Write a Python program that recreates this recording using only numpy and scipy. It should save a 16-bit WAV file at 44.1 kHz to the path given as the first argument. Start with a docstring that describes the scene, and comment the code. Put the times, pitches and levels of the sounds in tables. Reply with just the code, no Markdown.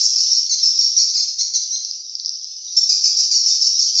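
"""Swiftlets twittering close to the microphone, inside a dark, hard-walled building.
The near birds give runs of short, rough chirps, most dipping in pitch and recovering, shaped by throat
and beak. In a pause, dry echolocation clicks pass close by and single notes carry from deeper in the hall.
Farther off, the colony blurs into a reverberant chorus. Very faint, at the microphone itself:
handling rustle, and the buzz and hiss of the electronics."""
import sys
import numpy as np
from scipy import signal
from scipy.fft import rfft, irfft, next_fast_len
from scipy.io import wavfile
from scipy.ndimage import uniform_filter1d, minimum_filter1d

SR = 44100
rng = np.random.default_rng(int(sys.argv[2]) if len(sys.argv) > 2 else 0)


def to_wav(sig):
    """Store sig (one row per channel, or 1-D mono) as 16-bit WAV at the path in sys.argv[1].

    Samples outside -1..1 are clipped; the rate is SR.
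    """
    pcm = np.clip(np.atleast_2d(sig), -1, 1) * 32767
    pcm = np.round(pcm).astype(np.int16)
    wavfile.write(sys.argv[1], SR, pcm.T)  # frames by channels


N = 176400

# Birds near the microphone: (time [s], length [s], opening pitch [Hz], middle pitch [Hz],
# closing pitch [Hz], relative level [dB], roughness [0-1], brightness [dB/octave],
# middle against opening [dB], close against opening [dB])
NEAR_CHIRPS = [ (.010, 0.059, 2747, 2274, 2800, -15.5, .8, 23, 1, 0),
               (.157, .064, 2655, 2340, 2700, -14.5, 0.92, 6, -7, -2),
               (.314, 0.074, 2750, 2175, 2770, -14.5, 0.49, 4.5, -9.5, -5.5),
               (0.494, 0.058, 2290, 2052, 2386, -16.5, 0.33, 4.5, 3, 0),
               (.630, .058, 2700, 2620, 2653, -11.5, 0.61, 4.5, -5.5, -11.5),
               (0.785, .076, 2730, 2214, 2765, -15, 0.63, 4, -3.5, -4.5),
               (.966, .070, 2880, 2160, 2755, -12.5, .4, 3, -4.5, -8),
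               (1.148, .066, 2500, 2100, 2538, -17, .3, 3, 0, -1.5),
               (1.383, .044, 1850, 2134, 2361, -17.5, 0.7, 3, 5, 5),
               (1.536, .036, 2300, 2067, 1963, -16, .35, 5, 1.5, 0.5),
               (1.706, 0.051, 1880, 2048, 2110, -20, .2, 5, 4, 4),
               (2.765, 0.033, 1791, 1835, 1840, -9.5, 0.45, 5, -1, -1.5),
               (2.891, 0.043, 2520, 2434, 2424, -12.5, 0.64, 4, -5.5, -3.5),
               (3.038, .052, 2560, 2331, 2506, -12.5, 0.55, 3, -1.5, -2),
               (3.166, .050, 2820, 2398, 2625, -14, .9, 7, 0.5, 3),
               (3.311, .066, 2400, 2178, 2809, -14, .55, 6.5, -3.5, -2.5),
               (3.460, .066, 2690, 2262, 2726, -14.5, 0.54, 9, -4, -3.5),
               (3.612, .074, 2690, 2250, 2740, -14, 0.73, 7.5, -5, -1),
               (3.787, .066, 2680, 2140, 2780, -16, 0.95, 10, -1, -7),
               (3.950, 0.055, 2800, 2241, 2500, -14.5, .7, 4, 1, 3.5)]
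# Resonance of throat and beak: (frequency [Hz], gain [dB])
THROAT_RESONANCE = [(2100, -27.5), (2600, -27), (3300, -35.5), (3800, -16.5), (4300, -4.5), (5000, -2),
                    (5500, 8), (6200, -2), (6800, -12.5), (7300, -21), (7800, -35.5), (8400, -51)]
# Reflections off the nearest walls: (delay [s], gain [dB])
WALL_ECHOES = [(.0062, -9.5), (0.022, -26.5), (0.05, -13.5), (.071, -13)]
# Echolocation close by: (time [s], relative peak [dB], pitch [Hz])
SONAR_CLICKS = [(1.7600, -17.5, 4280), (1.849, -7.5, 5320), (1.9117, -6, 5270), (2.0964, -14.5, 5540),
                (2.1530, -5.5, 5320), (2.1985, -10.5, 4830), (2.2372, -26, 5220), (2.2485, -11.5, 5090),
                (2.2600, -3.5, 5460), (2.267, -11.5, 5630), (2.2810, -19.5, 4930), (2.2931, -3.5, 5500),
                (2.3390, -17, 5160), (2.3530, -19, 5060), (2.3968, -18.5, 5150), (2.4440, -10.5, 5470),
                (2.5660, -16, 5450)]
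# Colour of those clicks at the microphone: (frequency [Hz], gain [dB])
SONAR_COLOUR = [(2200, -11), (3000, 2), (4200, 1.5), (5400, -1), (6400, -3.5), (7500, -19), (8500, -25)]
# Single notes from deeper in the hall: (time [s], length [s], pitch [Hz], relative level [dB])
FAR_NOTES = [(2.021, 0.048, 5200, -40), (2.316, .06, 5290, -35.5), (2.556, 0.022, 5150, -39),
             (2.63, 0.092, 5820, -37), (2.675, .016, 3803, -40), (2.698, 0.056, 5796, -36)]
# Swell and lull of the distant colony: (time [s], relative level [dB])
COLONY_SWELL = [(0.0, -18), (0.59, -22.5), (0.85, -18.5), (1.06, -20.5), (1.25, -22), (1.5, -26.5),
                (1.63, -22), (1.74, -27), (1.89, -25.5), (1.99, -31.5), (2.7, -29), (2.82, -24.5),
                (2.95, -21.5), (3.36, -20.5), (4.0, -18)]
# Colour of the colony from across the hall: (frequency [Hz], gain [dB])
COLONY_COLOUR = [(2200, -46), (2700, -34.5), (3300, -22), (4000, -13.5), (4700, -6.5), (5300, 1),
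                 (6000, 1.5), (6600, -16.5), (7400, -25), (8100, -50.5)]
# Hand movements on the camera: (centre time [s], length [s], level [dB])
HAND_MOVES = [(0.81, .08, -88), (1.003, 0.085, -90), (1.2, .05, -94), (3.05, 0.1, -80.5),
              (3.376, 0.071, -75), (3.601, 0.054, -85)]
# Colour of their rustle: (frequency [Hz], gain [dB])
RUSTLE_COLOUR = [(100, -4.5), (400, -4.5), (750, 9), (1500, -3), (2500, -12.5), (6000, -37.5)]
# Colour of the electronics' hiss: (frequency [Hz], gain [dB])
HISS_COLOUR = [(25, 10), (120, 8), (350, -3), (1500, -5), (7000, 2.5), (9300, -14), (10500, -8.5),
               (11600, 2), (13000, -13), (15500, -8.5)]

JITTER_RATE_HZ, FLUTTER_RATE_HZ = 605.6, 383.3   # how fast a voice wavers in pitch and in level


def near_swiftlets():
    """Chirps at close range: direct sound first, then echoes off the walls and the tail of the hall."""
    direct = np.zeros(N)
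    for start, length, open_hz, mid_hz, close_hz, db, *voicing in NEAR_CHIRPS:
        add(direct, start, from_db(db) * chirp(length, open_hz, mid_hz, close_hz, *voicing))
    heard = direct + from_db(-.5) * hall_reverb(direct)
    for delay, db in WALL_ECHOES:
        add(heard, delay, from_db(db) * direct)
    return heard * from_db(-2)


def chirp(length, open_hz, mid_hz, close_hz, roughness, bright_db, mid_db, close_db):
    """One gliding chirp: jittering harmonics, period doubling and rasp, filtered by throat and beak."""
    t = np.arange(int(length * SR)) / SR
    progress = t / length
    knots = [.19, .39, .6, .86]   # opening ends, middle starts, middle ends, close starts
    glide = np.interp(progress, knots, [open_hz, mid_hz, mid_hz, close_hz])
    pitch = uniform_filter1d(glide, size=300, mode="nearest")
    jitter = .03606 * roughness * wobble(len(t), JITTER_RATE_HZ)
    phase = 2 * np.pi * np.cumsum(pitch * (1 + jitter)) / SR
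    tone = sum(from_db(db) * np.sin(k * phase) for k, db in enumerate([-5, 0, -2.5, -2.5], start=1))
    doubling = sum(np.sin(k * phase) * wobble(len(t), JITTER_RATE_HZ / 2) for k in (1.5, 2.5, 3.5))
    rasp = rng.standard_normal(SR // 4)[:len(t)]
    source = tone + roughness * (from_db(-7.5) * doubling + from_db(4.5) * rasp)
    voice = coloured(source, THROAT_RESONANCE, bright_db)
    # The bird partly holds its level as its harmonics cross the resonance.
    voice /= (uniform_filter1d(voice ** 2, size=256) + 1e-12) ** .24
    flutter = np.exp(.55 * roughness * wobble(len(t), FLUTTER_RATE_HZ))
    effort = from_db(np.interp(progress, knots, [0, mid_db, mid_db, close_db]))
    attack_s, release_s = .002, .005
    fade = np.minimum(1, np.minimum(t / attack_s, (length - t) / release_s))
    return rms_one(voice * flutter * effort * fade)


def echolocation():
    """Millisecond clicks that sweep downward, from birds flying past the microphone."""
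    lead_s, rise_s, decay_s, fall_hz_per_s = .002, .0002, .00048, 600000
    t = np.arange(SR // 160) / SR - lead_s
    envelope = 1 / (np.exp(-t / rise_s) + np.exp(t / decay_s))
    envelope /= envelope.max()
    direct = np.zeros(N)
    for start, db, hz in SONAR_CLICKS:
        phase = 2 * np.pi * (hz * t - fall_hz_per_s * t ** 2 / 2)
        add(direct, start - lead_s, from_db(db) * envelope * np.sin(phase))
    return coloured(direct + from_db(-6) * hall_reverb(direct), SONAR_COLOUR)


def far_calls():
    """Single wavering notes from deeper in the hall, heard while the near birds pause."""
    direct = np.zeros(N)
    for start, length, hz, db in FAR_NOTES:
        size = int(length * SR)
        pitch = hz * (1 + .035 * wobble(size, JITTER_RATE_HZ))
        phase = 2 * np.pi * np.cumsum(pitch) / SR
        arch = np.sin(np.linspace(0, np.pi, size))
        add(direct, start, 2 * from_db(db) * arch * np.sin(phase))
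    return direct + hall_reverb(direct)


def colony():
    """The colony at a distance: many wavering chirps and clicks, smeared together by the hall."""
    chirps_per_s, clicks_per_s = 80, 240
    size = N + SR   # a second of lead-in, so the hall is already ringing
    clicks = (rng.random(size) < clicks_per_s / SR) * (2 * rng.random(size) - 1)
    calls, waver = np.zeros(size), rng.standard_normal(4096)
    hall_response = hall_reverb(np.r_[1., np.zeros(SR)])
    for when, duration, height, bend, strength in rng.random((int(chirps_per_s * size / SR), 5)):
        t = np.arange(int((.01418 + .04122 * duration) * SR)) / SR
        arch = np.sin(np.pi * t / t[-1])
        jitter = .02 * np.interp(when * 4000 + t * JITTER_RATE_HZ, np.arange(len(waver)), waver)
        pitch = (1900 + 1000 * height) * (1 + jitter + .4 * (bend - .5) * arch)
        phase = 2 * np.pi * np.cumsum(pitch) / SR
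        tone = sum(np.sin(k * phase) for k in (1, 2, 3))
        add(calls, when * size / SR, from_db(5 * strength) * arch * tone)
    direct = rms_one(calls) + from_db(-.5) * rms_one(clicks)
    tail = signal.fftconvolve(direct, hall_response)[:size]
    chorus = coloured(direct + tail, COLONY_COLOUR)[SR:]
    swell_db = np.interp(np.arange(N) / SR, *np.transpose(COLONY_SWELL))
    return rms_one(chorus) * from_db(swell_db - 1.5)


def hall_reverb(x):
    """Diffuse tail between the hard walls, at unit power gain."""
    t60_s, build_s = .6, .007
    t = np.arange(SR) / SR
    tail = rng.standard_normal(SR) * from_db(-60 * t / t60_s) * (1 - np.exp(-t / build_s))
    return signal.fftconvolve(x, tail / np.sqrt(np.sum(tail ** 2)))[:len(x)]


def handling():
    """Soft rustles of the hand on the camera, right at the microphone."""
    t = np.arange(N) / SR
    level = sum(from_db(db) * np.exp(-(2 * (t - centre) / length) ** 2) for centre, length, db in HAND_MOVES)
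    return level * rms_one(coloured(rng.standard_normal(N), RUSTLE_COLOUR))


def electronics(x):
    """Faint ticking buzz and hiss behind the microphone, both rising with the loudness of x."""
    buzz_hz = 50
    power = np.abs(uniform_filter1d(x ** 2, size=1100))
    loudness = rms_one(np.sqrt(power + 1e-12))
    tick_at = (np.arange(.0045, N / SR, 1 / buzz_hz) * SR).astype(int)
    strength = loudness[np.minimum(tick_at + SR // 100, N - 1)] ** .55
    jump = np.maximum(np.diff(strength, prepend=strength[0]), 0)
    ticks = np.zeros(N)
    ticks[tick_at] = strength + 1.6 * jump
    buzz = signal.lfilter(*signal.butter(1, 40, fs=SR), ticks)
    buzz = signal.sosfilt(signal.butter(2, 35, "high", fs=SR, output="sos"), buzz)
    hiss = rms_one(coloured(rng.standard_normal(N), HISS_COLOUR))
    return from_db(-76.5) * rms_one(buzz) + from_db(-73) * loudness ** .4 * hiss


def from_db(db):
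    """Decibels to gain."""
    return 10 ** (np.asarray(db) / 20)


def rms_one(x):
    """Scale to unit rms."""
    return x / np.sqrt(np.mean(x ** 2) + 1e-20)


def add(out, start_s, x):
    """Mix x into out from start_s on."""
    i = max(int(start_s * SR), 0)
    out[i:i + len(x)] += x[:max(len(out) - i, 0)]


def coloured(x, curve, tilt_db=0):
    """Shape x by a curve of (frequency [Hz], gain [dB]) and a tilt per octave."""
    size = next_fast_len(len(x) + 512)
    octave = np.log2(np.maximum(np.fft.rfftfreq(size, 1 / SR), 1))
    hz, db = np.transpose(curve)
    gain_db = np.interp(octave, np.log2(hz), db + tilt_db * np.log2(hz / hz.mean()))
    return irfft(rfft(x, size) * from_db(gain_db), size)[:len(x)]


def wobble(size, hz):
    """Random wavering: straight lines between normal draws, hz of them a second."""
    return np.interp(np.arange(size) * hz / SR, np.arange(256), rng.standard_normal(256))


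def scene():
    """Birds near and far, high and shrill, with the recorder's steep cut above 8.5 kHz; handling rustle."""
    voice_low_hz, recorder_top_hz = 2100, 8500
    birds = near_swiftlets() + echolocation() + far_calls() + colony()
    birds = signal.sosfilt(signal.butter(14, voice_low_hz, "high", fs=SR, output="sos"), birds)
    birds = signal.sosfilt(signal.cheby1(12, .2, recorder_top_hz, fs=SR, output="sos"), birds)
    return (birds + handling())[None]


def record(dry):
    """After the microphone: a fast limiter holds the peaks, the electronics add noise, the top is cut."""
    ceiling, cutoff_hz = .7, 15500
    mono = dry[0]
    gain = minimum_filter1d(ceiling / np.maximum(np.abs(mono), ceiling), size=180)
    limited = mono * uniform_filter1d(uniform_filter1d(gain, size=90), size=90)
    lowpass = signal.cheby1(12, .2, cutoff_hz, fs=SR, output="sos")
    return signal.sosfilt(lowpass, limited + electronics(limited))[None]


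dry = scene()
out = record(dry)
to_wav(out)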